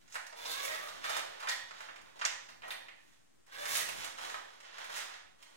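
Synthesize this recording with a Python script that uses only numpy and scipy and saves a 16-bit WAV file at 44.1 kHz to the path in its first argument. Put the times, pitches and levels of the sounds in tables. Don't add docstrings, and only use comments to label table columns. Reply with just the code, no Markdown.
import sys
import numpy as np
from scipy import signal
from scipy.fft import rfft, irfft
from scipy.io import wavfile

SR = 44100
rng = np.random.default_rng(int(sys.argv[2]) if len(sys.argv) > 2 else 0)


def unload_audio(sound):
    columns = np.transpose(np.atleast_2d(sound))
    steps = np.round(np.clip(columns, -1, 1) * 32767)
    wavfile.write(sys.argv[1], SR, steps.astype(np.int16))


N = 245371


def undb(db):
    return 10 ** (np.asarray(db) / 20)


def unit(x):
    return x / np.sqrt(np.mean(x ** 2))


def at_pitch(points, hz):
    point_hz, value = np.transpose(points)
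    return np.interp(np.log(np.maximum(hz, 1)), np.log(point_hz), value)


def eq(x, points, size=4096):
    cepstrum = irfft(np.log(undb(at_pitch(points, np.arange(size // 2 + 1) * SR / size))))
    cepstrum[1:size // 2] *= 2
    cepstrum[size // 2 + 1:] = 0
    impulse = irfft(np.exp(rfft(cepstrum)))[:size // 2]
    return signal.oaconvolve(x, impulse)[:len(x)]


def whiten(x, size=4096, bands=38):
    power = np.abs(rfft(x)) ** 2
    edges = np.geomspace(150, 18000, bands + 1)
    bins = (edges * len(x) / SR).astype(int)
    band_power = np.add.reduceat(power, bins)[:-1] / np.diff(bins)
    centres = np.sqrt(edges[:-1] * edges[1:])
    return eq(x, np.c_[centres, -10 * np.log10(band_power)], size)


def resonate(x, hz, octaves, size=512):
    bin_hz, frame_s, frames = signal.stft(x, SR, nperseg=size)
    centre = np.interp(frame_s, np.arange(N) / SR, hz)
    gain = np.exp(-(np.log2(np.maximum(bin_hz[:, None], 1) / centre) / octaves) ** 2)
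    return signal.istft(frames * gain, SR, nperseg=size)[1][:N]


def wander(rate_hz):
    steps = rng.standard_normal(int(N / SR * rate_hz) + 2)
    return np.interp(np.arange(N) / SR * rate_hz, np.arange(len(steps)), steps)


def crackle(per_s, spread_db):
    strength = undb(spread_db * np.minimum(rng.exponential(size=N), 4))
    return unit((rng.random(N) < per_s / SR) * rng.choice([-1, 1], N) * strength)


def envelopes(strokes, attack_s, swell_db, release_s):
    start, length = np.transpose(strokes)[:2, :, None]
    age = np.arange(N) / SR - start
    attack = np.clip(age / attack_s, 0, 1)
    swell = undb(swell_db * (np.clip(age / length, 0, 1) - .5))
    release = np.exp(-np.clip((age - length) / release_s, 0, 20))
    return attack * swell * release


def loudness(effort, db):
    return np.sqrt(undb(db) ** 2 @ effort ** 2)


def ride_bands(x, strokes, effort, low_db, treble_db, low_hz, treble_hz):
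    low = signal.sosfiltfilt(signal.butter(2, low_hz, fs=SR, output="sos"), x)
    treble = signal.sosfiltfilt(signal.butter(2, treble_hz, "high", fs=SR, output="sos"), x)
    level, rasp, shine = np.transpose(strokes)[2:5]
    return (loudness(effort, level) * (x - low - treble)
            + loudness(effort, level + rasp + low_db) * low
            + loudness(effort, level + shine + treble_db) * treble)


# frequency in Hz, gain in dB.
ROOM_TONE_EQ = [(20, -21), (40, -14), (65, 13), (110, -1), (160, -11), (250, -2), (500, 5.5), (1500, 7),
                (4500, -0.5), (8000, 2), (11000, -6.5), (15500, -52)]
def room_tone(level_db=-73):
    return undb(level_db) * unit(eq(rng.standard_normal(N), ROOM_TONE_EQ))


# frequency in Hz, seconds to fall 60 dB.
REVERB_TIMES = [(150, 1), (500, 0.84), (1400, 0.56), (3600, 0.63), (7000, 0.51), (14000, 0.36)]
def room(x, lag_s, tail_db, early_db=0, early_s=0.0074, build_s=0.0022, bands=8):
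    t = np.arange(SR) / SR
    spectrum, hz = rfft(rng.standard_normal(SR)), np.arange(SR // 2 + 1)
    centres = np.geomspace(200, 15000, bands)
    tail = 0
    for centre, share in zip(centres, np.eye(bands)):
        band = irfft(spectrum * at_pitch(np.c_[centres, share], hz), SR)
        tail += band * np.exp(-np.log(1000) * t / at_pitch(REVERB_TIMES, centre))
    tail *= 1 - np.exp(-t / build_s)
    echoes = rng.standard_normal(SR) * (rng.random(SR) < .06)
    early = echoes * np.exp(-t / early_s) * (t > .001)
    response = (undb(early_db) * unit(early) + undb(tail_db) * unit(tail)) / np.sqrt(SR)
    response[int(lag_s * SR)] += 1
    return signal.oaconvolve(x, whiten(response))[:N]


# frequency in Hz, gain in dB.
RUMBLE_EQ = [(25, -28), (45, -9), (65, -0.5), (110, -4), (160, -3), (225, -6), (320, -4), (600, -25)]
# start in seconds, length in seconds, level in dB.
BAG_SHOVES = [(0.392, 0.79, -72.5), (1.7, 0.98, -77), (3.52, 0.14, -71.5), (3.69, 0.15, -63),
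              (3.908, 0.12, -66), (4.2, 0.12, -72), (4.717, 0.29, -80)]
def bag_drag(judder_db=3, rest_db=-78):
    effort = envelopes(BAG_SHOVES, attack_s=0.02, swell_db=-0.5, release_s=0.12)
    push = loudness(effort, np.array(BAG_SHOVES)[:, 2])
    rumble = unit(eq(rng.standard_normal(N), RUMBLE_EQ))
    return rumble * np.hypot(push, undb(rest_db)) * undb(judder_db * wander(20))


# frequency in Hz, gain in dB.
CRINKLE_EQ = [(150, -34), (350, -16.5), (520, -8), (780, -3), (1000, -0.5), (1300, 1), (1900, 3),
              (2700, -1.5), (3600, 1), (4400, -4.5), (6500, -2), (8500, -5.5), (12000, -10.5),
              (15500, -14.5)]
# start and length in seconds, then relative level, low rasp and
# treble in dB.
SHEET_FLEXES = [ (0.0, 0.09, -66, -11, -7), (0.094, 0.065, -57.5, -23, -1.5), (0.922, 0.17, -52, -9, -11.5),
                (1.288, 0.17, -54.5, -3.5, -13), (1.681, 0.15, -51.5, -8.5, -13.5),
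                (1.81, 0.17, -61, 0, -19), (2.034, 0.24, -65, -3.5, -11), (2.153, 0.05, -58.5, 1.5, -8),
                (2.634, 0.083, -58.5, 2.5, -8), (2.95, 0.19, -72, -11, -2.5),
                (3.468, 0.077, -59.5, -5, -13), (3.853, 0.18, -49.5, -9.5, -4),
                (4.015, 0.043, -48, -6, -9.5), (4.17, 0.13, -47.5, -4.5, -7.5),
                (4.355, 0.19, -59.5, -8.5, -10), (4.624, 0.18, -54.5, -8, -21),
                (4.734, 0.33, -51.5, -6, -13.5), (4.912, 0.07, -43.5, -13.5, -7),
                (5.038, 0.13, -56.5, -11.5, -19), (5.379, 0.31, -67, -3, -6)]
def sheet_crinkle(flutter_db=2, gain_db=3):
    flurries = crackle(per_s=1300, spread_db=3.5) * undb(flutter_db * wander(45))
    creases = unit(eq(flurries, CRINKLE_EQ))
    effort = envelopes(SHEET_FLEXES, attack_s=0.0062, swell_db=1.5, release_s=0.048)
    return undb(gain_db) * ride_bands(creases, SHEET_FLEXES, effort,
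                                      low_db=9.5, treble_db=-0.5, low_hz=1030, treble_hz=5250)


# frequency in Hz, relative level in dB, seconds to fall 60 dB.
PLASTIC_MODES = [(1350, -10, .025), (1830, -12, 0.047), (1914, 11, 0.097), (2120, 9, 0.027),
                 (3443, -4, 0.098), (3497, -5.5, 0.017), (3660, 6, 0.022)]
def toy_ring(t, body_hz, falloff_db_per_octave=9, detune=0.018):
    tune = 1 + detune * rng.standard_normal()
    ring = 0
    for hz, db, t60 in PLASTIC_MODES:
        struck_db = db - falloff_db_per_octave * abs(np.log2(hz / body_hz))
        ring += undb(struck_db - 60 * t / t60) * np.sin(2 * np.pi * hz * tune * t)
    low_cut = signal.butter(2, 1100, "high", fs=SR, output="sos")
    return unit(signal.sosfilt(low_cut, ring))


# frequency in Hz, gain in dB.
KNOCK_EQ = [(150, -28), (350, -22.5), (550, -6.5), (850, -2.5), (1300, 1), (1900, 2.5), (2700, -2),
            (3600, -5.5), (4600, -5), (6500, -8), (8500, -9.5), (12000, -18), (15500, -22.5)]
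# start in seconds, relative level in dB, body pitch in Hz,
# low, bright and top EQ in dB, clatter decay in seconds, toy ring in dB.
TOY_CLICKS = [ (0.078, -62.5, 1980, 4, 10, -10, 0.0043, -25),
              (0.124, -55.5, 6900, -2, 9.5, -11, 0.0058, -20), (0.143, -44.5, 7500, 3, -1, 3, 0.0058, -22),
              (0.155, -34.5, 1640, 2.5, -8, -5, 0.0043, -29), (0.267, -50, 5440, -1, 0.5, 4.5, 0.0015, -29),
              (0.326, -50.5, 596, 5, -3, -15, 0.0053, -25), (0.452, -44, 3700, 3, 7, -16, .011, -8),
              (0.885, -45.5, 3500, 7, 1.5, 3, 0.0074, -11), (1.041, -34.5, 1557, 0.5, -3, -3, 0.016, -26),
              (1.094, -37, 1690, 9.5, 4, 6.5, 0.0079, -12), (1.165, -39.5, 1430, 10, 8, 8, .008, -32),
              (1.4, -42, 1200, -7, -4, -3, 0.012, -17), (1.426, -40, 1107, 4.5, -4, -9, .016, -28),
              (1.472, -33, 1430, -2, -10, -9, 0.0052, -26), (1.4865, -35.5, 4330, 3.5, 5, 1.5, 0.0069, -3),
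              (1.494, -36, 1960, -8, 5, 3, 0.0037, 1.5), (1.515, -40.5, 3520, 2, -19, 5, 0.0091, 4.5),
              (1.709, -46, 1500, 4, -3, -22, 0.0025, -33), (1.805, -44.5, 1470, 4, -3, -4, 0.0026, -23),
              (1.886, -45, 1450, 0, -27, -25, .006, -23), (1.96, -50, 2300, -2, 0.5, -8, .0034, -27),
              (2.016, -63, 6500, -14, -1, 6, .0012, -29), (2.192, -47, 6000, -1, -2, -13, 0.01, -29),
              (2.213, -31, 1310, -3, -8, -19, 0.0094, -30), (2.242, -36, 1260, -4.5, -15, -13, .0055, -40),
              (2.253, -34.5, 2640, -3.5, -1, -2, 0.028, -26), (2.487, -47, 5540, 1.5, -7.5, -5, 0.017, -19),
              (2.62, -50.5, 2750, 4.5, -6, -12, 0.0045, -25), (2.633, -44, 700, 1.5, -40, -24, 0.011, -4),
              (2.68, -48, 1400, 9, -4, 6, .0066, -30), (2.706, -39.5, 3480, -2, -5, 4, 0.0054, -0.5),
              (2.718, -43, 2270, -1, -2.5, 6, 0.0035, -22), (2.884, -46, 2210, -2, -10, -20, 0.0037, -29),
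              (3.464, -65.5, 1983, 2, 7, 10, 0.0074, -28), (3.654, -38.5, 1760, -6, 5, 3.5, 0.0039, -31),
              (3.753, -35, 3234, -14, 8, 12, 0.0053, -19), (3.769, -34, 6990, -3, 0.5, 13, 0.0065, -6),
              (3.888, -39, 2855, 3, 2, 7, .005, -22), (4.045, -41, 6850, 1, -0.5, 5.5, 0.0031, -18),
              (4.183, -41.5, 1190, 0, -5, -7, 0.024, -29), (4.298, -44, 1450, 2, 4.5, -5, 0.0032, -17),
              (4.343, -38.5, 1350, 4, -12, -11, 0.0032, -15), (4.603, -54, 2220, 4, 5.5, -1, 0.005, -17),
              (4.783, -45, 1760, 6, 2, -3, 0.0026, -25), (4.843, -44.5, 1770, 1, 0.5, 1, 0.0034, -20),
              (4.897, -44, 1710, 5, -5, -1, 0.0085, -23), (4.957, -38, 1790, 1, 6, 7.5, 0.033, -12),
              (5.138, -47, 1690, -6, -1, -17, .008, -28), (5.426, -54.5, 3200, -4, 5, 5, 0.0037, -6.5)]
TAB_SNAP = [(2.2516, -30.5, 6000, -1.5, 6.2, -10, 0.00032, -12),
            (2.257, -40, 5700, 5.5, 3.7, -17, 0.00035, 6.5), (2.2596, -39, 6860, -4, 2.8, -5, 0.00049, -25)]
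def clicks(hits, gain_db, body_db=7, body_octaves=0.47, size=4096):
    track, t = np.zeros(N + size), np.arange(size) / SR
    strength = np.sqrt(SR / 100 / size)
    grid_hz = np.geomspace(150, 16000, 60)
    for start_s, db, body_hz, low_db, bright_db, top_db, clatter_s, ring_db in hits:
        contact = whiten(rng.standard_normal(size) * np.exp(-t / clatter_s), size=1024)
        body = body_db * np.exp(-(np.log2(grid_hz / body_hz) / body_octaves) ** 2)
        knock = unit(eq(contact, np.c_[grid_hz, at_pitch(KNOCK_EQ, grid_hz) + body], size=1024))
        tone = [(900, low_db), (1600, 0), (3600, 0), (5800, bright_db), (7500, bright_db),
                (10500, top_db), (14000, 0.98 * top_db)]
        click = eq(knock, tone, size=512) + undb(ring_db) * toy_ring(t, body_hz)
        start = int(start_s * SR)
        track[start:start + size] += undb(db + gain_db) * strength * click
    return track[:N]


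# frequency in Hz, gain in dB.
RASP_EQ = [(150, -27.5), (350, -11), (520, -1), (850, 0), (1300, 2.5), (1900, 3), (2700, -0.5), (3600, 1.5),
           (4400, -3.5), (6500, -5), (8500, -7.5), (10000, -8), (12500, -11.5), (15500, -12)]
# start and length in seconds, relative level, low rasp and treble
# in dB, full-speed tooth rate in Hz, hum in dB, panel pitch in Hz, relative panel ring in dB.
ZIP_PULLS = [ (0.35, 0.085, -49.5, -1.5, -7, 490, -11.5, 4460, -24),
             (0.435, 0.055, -47, 1, -3.5, 500.4, -10, 3870, -9),
             (0.485, 0.043, -44, -5.5, 0, 529.1, -13.5, 3900, -9.5),
             (0.53, 0.075, -42, -6.5, -10, 551.5, -22, 3900, -25),
             (0.611, 0.039, -43.5, -1, 1.5, 550.3, -9, 2100, -5.5),
             (0.66, 0.09, -44.5, -1.5, -7, 625, -8, 1940, -3),
             (0.765, 0.11, -53, 2.5, -3.5, 580, -13, 1420, -1.5),
             (1.023, 0.165, -40.5, -5.5, -13, 608.5, -17, 1620, -28),
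             (3.505, 0.06, -50.5, -6.5, -10, 540, -22, 1718, -6.5),
             (3.567, 0.095, -47, 0, -4.5, 588.6, -4.5, 1750, -4),
             (3.666, 0.076, -40.5, -4, 1.5, 540.5, -10.5, 2000, -13),
             (3.739, 0.069, -42, -3, 1, 630, -8, 2073, -8)]
def zipper(jitter=.025, slowing=.2, sink_octaves_per_s=0.38,
           tooth_spread_db=3, scrape_db=1, waver_db=3, panel_trim_db=-2, gain_db=2):
    effort = envelopes(ZIP_PULLS, attack_s=.02, swell_db=3, release_s=.025)
    current_pull = np.array(ZIP_PULLS)[effort.argmax(axis=0)]
    start, *_, full_hz, hum_db, taut_hz, panel_db = current_pull.T
    teeth_hz = full_hz * (1 - slowing * (1 - effort.max(axis=0)))
    panel_hz = taut_hz * 2 ** (-sink_octaves_per_s * (np.arange(N) / SR - start))
    teeth_passed = np.cumsum(teeth_hz * (1 + jitter * wander(250))) / SR
    impacts = np.diff(np.floor(teeth_passed), prepend=0)
    ticks = unit(impacts * undb(tooth_spread_db * rng.standard_normal(N)))
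    force = ticks + undb(scrape_db) * crackle(per_s=4600, spread_db=6.5)
    panel = undb(panel_db + panel_trim_db) * unit(resonate(force, panel_hz, octaves=0.24))
    hum = undb(hum_db + waver_db * wander(25.02)) * np.sin(2 * np.pi * teeth_passed)
    rasp = unit(eq(force, RASP_EQ)) + panel + hum
    return undb(gain_db) * ride_bands(rasp, ZIP_PULLS, effort,
                                      low_db=3.5, treble_db=3.5, low_hz=1120, treble_hz=4800)


# frequency in Hz, left minus right in dB.
BALANCE = [(100, -10), (650, -5.5), (1400, -5.5), (4000, -4.5), (7000, -7), (10000, -5.5), (12500, -5),
           (15000, 7)]
def scene():
    rasp, crinkle = zipper(), sheet_crinkle()
    toys, tab = clicks(TOY_CLICKS, gain_db=2), clicks(TAB_SNAP, gain_db=-0.5)
    channels = []
    for lag_s, share in (0, .5), (.0003, -.5):
        bag = room(rasp, lag_s, tail_db=1.5) + room(crinkle, lag_s, tail_db=3.5)
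        bag += room(toys, lag_s, tail_db=3) + room(tab, lag_s, tail_db=-3.5, early_db=-1.5)
        channels.append(eq(bag, [(hz, share * db) for hz, db in BALANCE]))
    return np.array([bag + bag_drag() + room_tone() for bag in channels])


# frequency in Hz, side gain in dB.
SIDE_EQ = [(60, 7.5), (130, 7.5), (250, 10), (650, 9), (1200, 1.5), (1900, -1.5), (3800, 2), (8000, 0)]
def record(dry):
    top_hz, dc_offset = 15800, -.0004
    mid = (dry[0] + dry[1]) / 2
    side = eq((dry[0] - dry[1]) / 2, SIDE_EQ)
    high_cut = signal.ellip(10, .2, 70, top_hz, fs=SR, output="sos")
    return dc_offset + signal.sosfilt(high_cut, np.array([mid + side, mid - side]))


dry = scene()
out = record(dry)
unload_audio(out)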